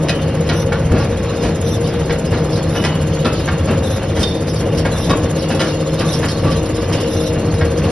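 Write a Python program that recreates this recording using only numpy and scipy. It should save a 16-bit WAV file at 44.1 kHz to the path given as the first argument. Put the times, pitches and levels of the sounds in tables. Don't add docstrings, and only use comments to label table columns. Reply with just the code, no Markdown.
import sys
import numpy as np
from scipy import signal
from scipy.fft import rfft, irfft, next_fast_len
from scipy.io import wavfile
from scipy.ndimage import map_coordinates

SR = 44100
rng = np.random.default_rng(int(sys.argv[2]) if len(sys.argv) > 2 else 0)


def int16_out(signal):
    q = np.round(np.clip(np.atleast_2d(signal).T, -1, 1) * 32767)
    wavfile.write(sys.argv[1], SR, q.astype(np.int16))


N = 348831
T = np.arange(N) / SR
STROKE_S, SHAFT_HZ = 1.378, 15.748

# frequency in Hz, level in dB, t60 in seconds.
FITTING_MODES = [(3100, -3, 0.099), (3470, -13, 0.38), (4430, -8.5, 0.35), (4876, -0.5, 0.077),
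                 (5220, -4, 0.12), (5460, -5, 0.18), (6200, -3, .07), (9700, -20, .06)]
# frequency in Hz, density in dB.
JINGLE_SPECTRUM = [(2000, -16), (3300, 2), (4300, 2), (5600, 4.5), (7000, -21), (9500, 4), (11500, 3)]


def amp(db):
    return 10 ** (np.asarray(db) / 20)


def unit(x):
    return x / np.sqrt(np.mean(x ** 2) + 1e-20)


def along(points, hz):
    f, v = np.transpose(points)
    return np.interp(np.log(hz + 1), np.log(f + 1), v)


def curves(rows):
    s, *cols = np.transpose(rows)
    return [np.interp(T, s, c) for c in cols]


def wobble(rate_hz):
    return map_coordinates(rng.standard_normal(2048), [T * rate_hz], mode="mirror")


def swell(period_s, peak_s):
    return np.cos(2 * np.pi * (T - peak_s) / period_s)


def filtered(x, response):
    n = x.shape[-1]
    m = next_fast_len(n + 8192)
    return irfft(rfft(x, m) * response(np.fft.rfftfreq(m, 1 / SR)), m)[..., :n]


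def coloured(x, spectrum):
    return unit(filtered(x, lambda hz: amp(along(spectrum, hz))))


def noise(spectrum, shape=N):
    return coloured(rng.standard_normal(shape), spectrum)


def ticks(rate_hz):
    return unit(rng.standard_normal(N) * (rng.random(N) < rate_hz / SR))


def add(track, start_s, sound):
    i = max(round(start_s * SR), 0)
    track[i:i + len(sound)] += sound[:N - i]


def throb(turns, depth_db, tight_turn):
    angle = 2 * np.pi * (turns - tight_turn)
    return unit(amp(depth_db * (np.cos(angle) - 0.25 * np.sin(2 * angle))))


def feeder_load(first_s=0.0064, rise_s=0.038, fall_s=0.1):
    age_s = (T - first_s) % (STROKE_S / 3)
    load = (1 - np.exp(-age_s / rise_s)) * np.exp(-age_s / fall_s)
    return load / load.max()


def shed(x):
    # frequency in Hz, t60 in seconds.
    decay = [(100, 0.28), (1000, 0.51), (4000, 0.16), (12000, 0.015)]
    hz, t, bins = signal.stft(rng.standard_normal(SR // 2), SR, nperseg=256)
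    tail = signal.istft(bins * amp(-60 * t / along(decay, hz)[:, None]), SR, nperseg=256)[1]
    return signal.fftconvolve(x, tail / np.linalg.norm(tail))[:N]


def panels():
    # time in seconds, rumble level in dB.
    rumble_levels = [(0, -22), (.9, -18.5), (2.3, -20.5), (3.7, -20), (4.9, -20), (5.7, -24), (6.5, -19.5),
                     (7.91, -20.5)]
    # frequency in Hz, density in dB.
    rumble_spectrum = [(15, -41), (28, -21), (42, -15), (52, -13.5), (62, -5.5), (72, -6.5), (85, 1.5),
                       (104, -2), (128, -8), (170, -5.5), (260, -57.5)]
    body_spectrum = [(90, -12), (135, 1), (170, 1), (200, 3.5), (230, 1), (285, -0.5), (335, 0),
                     (400, -4.5), (500, -1.5), (600, -6.5), (700, -11), (1000, -17.5), (2000, -42.5)]
    rumble_db = curves(rumble_levels)[0] + 1.5 * swell(STROKE_S, peak_s=0.77) + wobble(9)
    body_db = -22.5 + 4 * feeder_load()
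    return amp(rumble_db) * noise(rumble_spectrum) + amp(body_db) * noise(body_spectrum)


def sprocket(turns, ratio=0.4495, teeth=22, sway_rad=0.79, jitter_rad=0.38):
    # time in seconds, levels of harmonics 1, 2 and 3 in dB before trim.
    harmonic_levels = [(0, -19, -23, -26.5), (0.6, -21, -54, -26), (1.2, -29.5, -42, -25),
                       (1.9, -26, -31.5, -23.5), (2.6, -18, -28.5, -27.5), (3.6, -23, -31, -30.5),
                       (4.2, -35, -30, -29.5), (4.8, -23, -28.5, -25), (5.6, -22, -24.5, -35),
                       (6.3, -21, -27, -29.5), (7.1, -26, -22.5, -24), (7.91, -22, -27.5, -24)]
    trim_db = [-1, -2, -0.5]
    angle = 2 * np.pi * ratio * turns
    out = np.zeros(N)
    for k, db in enumerate(curves(harmonic_levels)):
        phase = (k + 1) * teeth * angle + sway_rad * np.sin(angle) + jitter_rad * wobble(16)
        strength = 1 + 0.24 * np.cos(angle) + 0.36 * wobble(24)
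        out += amp(db + trim_db[k]) * unit(strength * np.sin(phase))
    return out


def gear(turns, gain_db, tight_turn=0.59, rough_db=-4.5):
    # time in seconds, relative level in dB.
    levels = [(0, -23.5), (0.6, -27.5), (3.9, -26.5), (4.4, -25), (5.3, -24), (6.5, -25.5), (7.3, -28.5),
              (7.91, -21.5)]
    # shaft order, level in dB.
    mesh = [(33, 1), (34, 3.5), (35, -3), (36, -10), (40, -4.5)]
    angle = 2 * np.pi * (turns - tight_turn)
    drift_rad = 0.32 * wobble(18)
    whine = sum(amp(db + 3.9 * wobble(6)) * np.sin(order * angle + drift_rad) for order, db in mesh)
    rough = noise([(300, -54), (450, 3.5), (560, -7.5), (640, -12), (900, -27)])
    rough *= throb(turns, 6.7, tight_turn)
    return amp(curves(levels)[0] + gain_db) * (unit(whine) + amp(rough_db) * rough)


def link_pings(spectrum, spread_db, count=2800, t60_s=0.08):
    t = np.arange(SR // 25) / SR
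    when, pitch, size = rng.random((count, 3)).T[:, :, None]
    hz = 2800 + 4200 * pitch
    rings = amp(-spread_db * np.log(size + 0.05) - 60 * t / t60_s) * np.sin(2 * np.pi * hz * t)
    samples = (when * N).astype(int) + np.arange(len(t))
    return coloured(np.bincount(samples.ravel(), rings.ravel(), N)[:N], spectrum)


def singing_steel(flare_db=6):
    # frequency in Hz, bandwidth in Hz, level in dB.
    resonances = [(1110, 130, 12), (2796, 32, 8), (2890, 20, -4), (3590, 28, 1.5), (4240, 48, 3),
                  (5200, 44, 4.5), (5630, 35, -1)]
    out = np.zeros(N)
    for hz, width, db in resonances:
        ring = unit(filtered(ticks(400), lambda f: 1j * f * width / (hz * hz - f * f + 1j * f * width)))
        out += amp(db) * unit(ring * amp(flare_db * np.tanh(wobble(9))))
    return unit(out)


def chain(turns):
    # time in seconds, relative level in dB.
    levels = [(0, -39.5), (.9, -40), (1.4, -37.5), (2.3, -39), (3.3, -36.5), (4.5, -42.5), (5.1, -37),
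              (6.7, -37), (7.91, -38)]
    # frequency in Hz, density in dB.
    clatter_spectrum = [(350, -30), (700, -1), (1000, -4), (1600, -4.5), (2800, -9.5), (4000, -22),
                        (6500, -36), (12000, -57)]
    link_spectrum = [(1200, -10), (3000, 2), (4300, -1.5), (5600, -8), (6800, 1.5), (8000, -22),
                     (9500, -22), (11500, 5)]
    clatter = coloured(ticks(4000), clatter_spectrum) * amp(1.36 * wobble(35))
    clatter *= throb(turns, 0.78, 0.78) * amp(-33 + 0.5 * feeder_load())
    links = unit(noise(link_spectrum) + link_pings(link_spectrum, spread_db=2.5))
    snatch_turns = turns + 0.034 * wobble(36)
    links *= throb(snatch_turns, 2.6, 0.53) * amp(1.7 * wobble(22))
    singing = singing_steel()
    flicker_db = 3 * wobble(16) + 2 * wobble(3) + 3 * wobble(200)
    tension = unit(throb(snatch_turns, 11, 0.59) * amp(flicker_db))
    sizzle = tension * noise([(4000, -17), (5800, -31), (6800, 12), (8000, -2), (9500, -1), (11500, 4.5)])
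    steel = amp(0.5) * links + amp(-1.5) * singing + amp(2.5) * sizzle
    return clatter + amp(curves(levels)[0]) * steel


def chain_jingles(gain_db):
    # middle in seconds, length in seconds, relative level in dB.
    spells = [(1.014, 0.079, -36), (1.466, 0.043, -39.5), (1.869, 0.079, -34), (2.545, 0.044, -31),
              (3.397, 0.15, -38), (4.268, 0.25, -38), (4.5, 0.061, -37), (4.592, 0.093, -34.5),
              (5.407, 0.094, -32), (5.689, 0.085, -31.5), (6.008, 0.053, -29), (6.126, 0.062, -32),
              (6.318, 0.18, -36.5), (6.519, 0.066, -37), (6.792, 0.13, -39.5), (7.003, 0.17, -36)]
    slack = sum(amp(db) * np.exp(-(2 * (T - mid_s) / length_s) ** 4) for mid_s, length_s, db in spells)
    links = unit(link_pings(JINGLE_SPECTRUM, spread_db=1.5) + 0.8 * noise(JINGLE_SPECTRUM))
    return amp(gain_db) * slack * unit(links * amp(1.1 * wobble(90)))


def loose_parts(count=110, ring_db=-14.5, spread_db=34.5, t60_s=0.11):
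    # time in seconds, relative level in dB.
    levels = [(0, -34), (3.8, -35), (4.6, -28), (6.8, -22), (7.91, -21.5)]
    out, t = np.zeros(N), np.arange(SR // 16) / SR
    hz, mode_db, _ = np.transpose(FITTING_MODES)[:, :, None]
    for when, softness in rng.random((count, 2)):
        mix = rng.standard_normal(hz.shape) * amp(mode_db)
        ring = unit((mix * np.sin(2 * np.pi * hz * rng.normal(1, 0.03) * t)).sum(0))
        tick = noise(JINGLE_SPECTRUM, len(t)) + amp(ring_db) * ring
        add(out, when * N / SR, amp(-spread_db * softness - 60 * t / t60_s) * tick)
    return amp(curves(levels)[0]) * out


def rubs(tone_db=-4, scrape_db=2, flare_db=7, waver=0.015, rasp=0.016):
    # end in seconds, length in seconds, relative level in dB.
    passes = [(0.642, 0.085, -32), (1.775, 0.13, -33), (2.858, 0.18, -36), (3.99, 0.16, -32),
              (5.107, 0.18, -32), (6.191, 0.14, -29.5), (7.299, 0.21, -31)]
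    # frequency in Hz, level in dB.
    modes = [(3550, -2.5), (3970, -2), (5250, -5.5), (5600, -5.5), (5960, 0.5), (9400, -1), (10100, -11),
             (10700, 1), (11250, 1.5)]
    contact = sum(amp(db) * np.exp(-(2 * (T - end_s) / length_s + 1) ** 6)
                  for end_s, length_s, db in passes)
    tone = np.zeros(N)
    for hz, db in modes:
        cycles = np.cumsum(hz * (1 + waver * wobble(90) + rasp * wobble(900))) / SR
        tone += amp(db + flare_db * np.tanh(wobble(70))) * np.sin(2 * np.pi * cycles)
    scrape = noise([(2500, -20), (3600, 14), (4500, -3), (5600, 12), (6500, -18),
                    (7600, -17), (8700, -7), (10000, 1), (11500, 11)])
    return contact * (amp(tone_db) * unit(tone) + amp(scrape_db + 3.3 * wobble(120)) * scrape)


def squeaks(gain_db, sag=0.014, waver=0.0057, rasp=0.0081, overtone_db=-3.5):
    # start in seconds, length in seconds, relative level in dB, pitch in Hz.
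    grips = [(0.53, 0.09, -34.5, 5850), (0.593, 0.043, -35, 5880), (1.647, 0.035, -36.5, 5970),
             (1.668, .1, -35, 5770), (1.724, 0.041, -34, 3540), (2.755, 0.036, -33.5, 5850),
             (3.831, .03, -34, 3750), (3.858, .025, -35, 3560), (4.48, .025, -33, 5760),
             (4.497, 0.031, -35, 5250), (4.583, .028, -37, 5600), (4.914, .035, -31.5, 4040),
             (4.957, 0.028, -31, 3550), (4.979, .025, -34, 5500), (5.011, 0.025, -35.5, 5260),
             (5.03, .03, -33, 4000), (5.053, 0.019, -34.5, 5700), (5.067, .02, -31, 3600),
             (6.075, 0.035, -31.5, 3560), (6.091, .028, -33, 5900), (6.771, 0.043, -42, 5150),
             (7.118, 0.039, -39, 5000), (7.16, .026, -38.5, 5860), (7.197, 0.024, -32.5, 3500),
             (7.218, 0.032, -36, 5400), (7.255, .034, -36, 3920), (7.262, 0.031, -31, 5670)]
    out = np.zeros(N)
    for start_s, length_s, db, hz in grips:
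        progress = np.linspace(0, 1, round(length_s * SR))
        slow, fast = (noise([(edge_hz, 0), (2 * edge_hz, -40)], len(progress)) for edge_hz in (50, 400))
        pitch_hz = hz * (1 + sag * (0.5 - progress) + waver * slow + rasp * fast)
        phase = 2 * np.pi * np.cumsum(pitch_hz) / SR
        tone = unit(np.sin(phase) + amp(overtone_db) * np.sin(2 * phase))
        arch = np.sqrt(np.abs(np.sin(np.pi * progress)))
        add(out, start_s, amp(db + gain_db + 1.9 * slow + 2.3 * fast) * arch * tone)
    return out


def straw_thuds(gain_db, rise_s=0.0062, fall_s=0.054):
    # start in seconds, relative level in dB.
    wads = [(0.914, -8.5), (1.431, -17.5), (2.319, -31), (3.25, -31), (3.679, -22.5), (4.182, -17),
            (5.09, -13), (5.228, -18), (6.42, -16.5), (7.72, -21)]
    # frequency in Hz, density in dB.
    spectrum = [(25, -13), (50, 7), (100, 11.5), (150, 3), (250, 1.5), (400, 0), (700, -7.5), (1000, -21),
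                (2000, -55)]
    t = np.arange(SR // 2) / SR
    push = (1 - np.exp(-t / rise_s)) * np.exp(-t / fall_s)
    shaking = np.zeros(N)
    for start_s, db in wads:
        add(shaking, start_s, amp(db + gain_db) * push / push.max())
    return shaking * noise(spectrum)


def contacts(t, slack_s, rise_s, t60_s, touch_db, rebound_db):
    energy = 0
    for delay_s, db in [(0, touch_db), (slack_s, 0), (2 * slack_s, rebound_db)]:
        age_s = np.maximum(t - delay_s, 0)
        energy += (amp(db - 60 * age_s / t60_s) * (1 - np.exp(-age_s / rise_s))) ** 2
    return np.sqrt(energy)


def blows(hits, modes, rattle, gain_db, ring_db, crack_db, touch_db, rebound_db, jostle_rad, detune):
    # frequency in Hz, density in dB.
    crack_spectrum = [(300, -11), (1500, -2), (3000, 1), (5500, -1.5), (7500, -24), (12000, -11)]
    out, t = np.zeros(N), np.arange(SR // 2) / SR
    hz, mode_db, mode_t60_s = np.transpose(modes)[:, :, None]
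    for start_s, db, favoured_hz, boost_db, slack_s, rise_s, rattle_t60_s in hits:
        envelope = lambda t60_s: contacts(t, slack_s, rise_s, t60_s, touch_db, rebound_db)
        distance_hz = np.abs(hz - favoured_hz)
        favoured = distance_hz == distance_hz.min()
        pitch_hz = np.where(favoured, favoured_hz, hz * (1 + detune * rng.standard_normal(hz.shape)))
        size = amp(mode_db + np.where(favoured, boost_db, 2 * rng.standard_normal(hz.shape)))
        buzz = 1 + 0.26 * noise([(60, 2), (300, -44)], len(t))
        jostle = jostle_rad * noise([(70, 10), (250, -56)], (len(hz), len(t)))
        phase = 2 * np.pi * (pitch_hz * t + rng.random(hz.shape)) + jostle
        ring = buzz * (size * envelope(mode_t60_s) * np.sin(phase)).sum(0)
        crack = envelope(t60_s=0.02) * noise(crack_spectrum, len(t))
        plates = envelope(rattle_t60_s) * noise(rattle, len(t))
        add(out, start_s, amp(db + gain_db) * (plates + amp(ring_db) * ring + amp(crack_db) * crack))
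    return out


def fitting_clinks():
    # start in seconds, level in dB, favoured Hz, its boost in dB,
    # then slack, rise and rattle t60 in seconds.
    hits = [(.283, -36, 6200, 4, 0.0029, .0005, .04), (2.254, -25, 4840, 3, .006, .0005, 0.055),
            (2.559, -18, 4310, 6, 0.0075, .0005, 0.046), (3.331, -32, 3180, 6, .006, 0.00056, .046),
            (4.192, -13, 5200, -7, 0.0096, .003, 0.21), (4.229, -9, 3625, 17.5, 0.0016, 0.00027, 0.036),
            (4.482, -26, 4890, 5, 0.0054, .001, .09), (4.775, -13, 5220, -3.5, 0.0076, 0.0013, 0.08),
            (5.231, -23, 6150, 2, .005, 0.00055, .039), (5.934, -24, 4300, 3, 0.0071, .0005, .049),
            (6.128, -15, 5460, 8, .007, .001, 0.11), (6.285, -15.5, 4270, 12.5, 0.0073, 0.00043, 0.081),
            (6.744, -26, 5250, 11, .006, .001, .07), (6.924, -16.5, 5220, -4, 0.0044, .001, 0.11),
            (7.003, -16, 5460, 3, 0.0042, .0005, .05), (7.775, -23, 6150, 5, 0.0051, 0.00036, 0.055)]
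    # frequency in Hz, density in dB.
    rattle = [(800, -3), (2000, -0.5), (3300, -6), (5000, -1.5), (6300, -3), (8000, 3), (10000, -5),
              (12000, 2)]
    return blows(hits, FITTING_MODES, rattle, gain_db=-8.5, ring_db=-9, crack_db=-7,
                 touch_db=1, rebound_db=-1, jostle_rad=0.65, detune=0.0069)


def frame_booms():
    # start in seconds, level in dB, favoured Hz, its boost in dB,
    # then slack, rise and rattle t60 in seconds.
    hits = [(.498, -9.5, 1440, 7, 0.0073, 0.0046, 0.16), (.917, -15.5, 229, 12, .002, 0.00063, 0.043),
            (.945, -9.5, 776, 6, 0.016, 0.007, .12), (.99, -18.5, 1050, 1, 0.0066, .0028, 0.17),
            (2.32, -13, 785, 13, .008, 0.0073, 0.3), (2.745, -8, 790, 4, 0.0067, 0.0065, 0.13),
            (3.246, -9.5, 1308, 12, .011, 0.0023, 0.17), (3.672, -7, 1304, 3.5, .008, 0.0084, 0.13),
            (3.719, -14, 1520, 4, 0.0094, .005, 0.11), (5.095, -7.5, 1126, 10, 0.011, .0008, 0.12),
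            (5.503, -8.5, 786, 6.5, .008, 0.00052, 0.089), (5.996, -11.5, 1150, 8, 0.0094, 0.0046, 0.17),
            (6.43, -8.5, 1158, 8.5, 0.014, 0.012, 0.089), (6.479, -15.5, 1130, 10, 0.0038, .002, 0.033),
            (6.516, -19, 2480, 2, 0.0069, .001, 0.052), (7.829, -17, 1060, 9, 0.014, .0035, 0.31)]
    # frequency in Hz, level in dB, t60 in seconds.
    modes = [(221, 8, 0.17), (790, -1, 0.1), (1021, 2, .07), (1136, 3.5, 0.16), (1315, 3.5, .085),
             (1456, 4, .08), (2620, -1.5, 0.26), (3740, -24, .1)]
    # frequency in Hz, density in dB.
    rattle = [(50, -8), (200, 15), (600, 13), (1100, 4), (1800, 4.5), (3000, -2), (5000, -6), (12000, -26)]
    return blows(hits, modes, rattle, gain_db=-8.5, ring_db=-13.5, crack_db=-10,
                 touch_db=-1, rebound_db=-10, jostle_rad=0.52, detune=0.012)


def pin_clanks():
    # start in seconds, level in dB, favoured Hz, its boost in dB,
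    # then slack, rise and rattle t60 in seconds.
    hits = [(.085, -7, 2500, 12.5, 0.009, 0.00047, .06), (.49, -10.5, 1910, 6, 0.0064, 0.00036, 0.023),
            (1.423, -16.5, 2400, 5, .009, 0.0048, 0.28), (2.752, -16.5, 2934, 13, .009, .006, .04),
            (2.839, -10.5, 1970, 10, 0.01, .0003, 0.13), (2.885, -23, 2934, 14, 0.011, 0.011, 0.069),
            (3.247, -14, 3540, 12, .008, 0.00033, .06), (4.16, -15.5, 1980, 14, 0.0082, 0.0067, 0.18),
            (5.096, -14.5, 3770, 6, 0.0069, 0.00033, 0.058), (5.504, -23, 2200, 4, 0.0073, .0003, 0.049),
            (5.594, -12.5, 1970, 9.5, 0.0087, 0.00032, 0.22), (5.613, -16.5, 5190, 8, 0.0043, .0003, 0.06),
            (5.998, -22, 3620, 9, .008, .001, .07), (6.455, -19, 2250, 9, .016, 0.0066, 0.13),
            (6.511, -20, 2200, 10, 0.0052, .0005, 0.046), (6.923, -16.5, 2950, 8, 0.0077, 0.0037, 0.2)]
    # frequency in Hz, level in dB, t60 in seconds.
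    modes = [(1366, 0.5, .07), (1723, -6.5, .2), (1975, 2, 0.041), (2250, -2, 0.036), (2536, -7.5, 0.13),
             (2934, -8.5, 0.57), (3180, -3, .08), (3560, -2.5, 0.057), (3980, -1, .07), (4850, -3, 0.065),
             (5080, 0, 0.08), (5220, -10, 0.092), (5960, -11, .07), (6060, -17, .08)]
    # frequency in Hz, density in dB.
    rattle = [(250, 1), (800, 9), (1300, 2.5), (2400, 2), (3500, -2.5), (5000, -6.5), (6500, -3.5),
              (12000, -13.5)]
    return blows(hits, modes, rattle, gain_db=-7, ring_db=-11.5, crack_db=3,
                 touch_db=-3.5, rebound_db=-8, jostle_rad=0.65, detune=0.015)


def rake_knocks():
    # start in seconds, level in dB, favoured Hz, its boost in dB,
    # then slack, rise and rattle t60 in seconds.
    hits = [(.721, -14, 1510, 4, 0.0026, 0.00022, 0.11), (2.096, -13.5, 2298, 2, 0.0096, 0.00025, 0.09),
            (3.477, -13, 1795, 2, 0.0082, .0004, 0.094), (4.849, -17, 888, 16.5, 0.0045, 0.00035, 0.17),
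            (6.23, -14, 1505, -4, 0.0088, 0.00034, 0.13), (7.61, -16.5, 1890, -1, 0.0053, .0004, 0.093)]
    # frequency in Hz, level in dB, t60 in seconds.
    modes = [(927, -3, 0.03), (1416, 1, 0.05), (1570, 8, 0.035), (1820, 6, 0.031), (1960, -2, 0.082),
             (2220, -0.5, 0.063)]
    # frequency in Hz, density in dB.
    rattle = [(200, 4), (700, 7.5), (1200, 2.5), (1900, -7.5), (2700, -4), (4000, -7.5), (6000, -16),
              (12000, -44)]
    return blows(hits, modes, rattle, gain_db=-5, ring_db=-6.5, crack_db=-12,
                 touch_db=-2.5, rebound_db=-18, jostle_rad=1.0, detune=0.02)


def scene():
    # frequency in Hz, diffuse side gain in dB.
    width = [(50, -71), (150, -54), (350, -24), (750, -19.5), (1300, -26.5), (2000, -37), (2900, -11),
             (4500, -4.5), (5400, -8), (6300, -13), (7300, -30), (9200, -35), (10500, -28)]
    surge_hz = 0.03 * swell(2 * STROKE_S, peak_s=2.66)
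    turns = np.cumsum(SHAFT_HZ + surge_hz) / SR
    linkage = rake_knocks() + pin_clanks() + frame_booms() + fitting_clinks() + loose_parts()
    machine = linkage + amp(-7.5) * shed(linkage)
    machine += chain_jingles(gain_db=1.5) + rubs() + squeaks(gain_db=-1)
    machine += panels() + straw_thuds(gain_db=0.5)
    machine += sprocket(turns) + gear(turns, gain_db=-2) + chain(turns)
    side = filtered(shed(machine), lambda hz: amp(along(width, hz)))
    return np.array([machine + side, machine - side])


def record(dry, top_hz=12100):
    # frequency in Hz, left phase lead in radians.
    phase_lead = [(250, 0), (600, -.25), (1300, 0), (2150, 0), (2600, .7), (4200, .4), (4820, -.4),
                  (5600, .4), (6120, 1.4), (6950, 3.1), (8400, 3.2), (10000, 6.1), (10500, 6.28)]
    # frequency in Hz, left over right in dB.
    balance = [(100, 0), (350, 1.5), (620, 1.5), (1120, 0), (2000, 0), (3620, -1), (6500, 0)]
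    # frequency in Hz, gain in dB.
    rolloff = [(9200, -0.5), (11200, -5.5), (12000, -22)]

    def ports(hz):
        left = np.exp(0.5j * along(phase_lead, hz)) * amp(along(balance, hz) / 2)
        return np.array([left, 1 / left]) * amp(along(rolloff, hz))
    return filtered(filtered(dry, ports), lambda hz: hz < top_hz)


dry = scene()
out = record(dry)
int16_out(out)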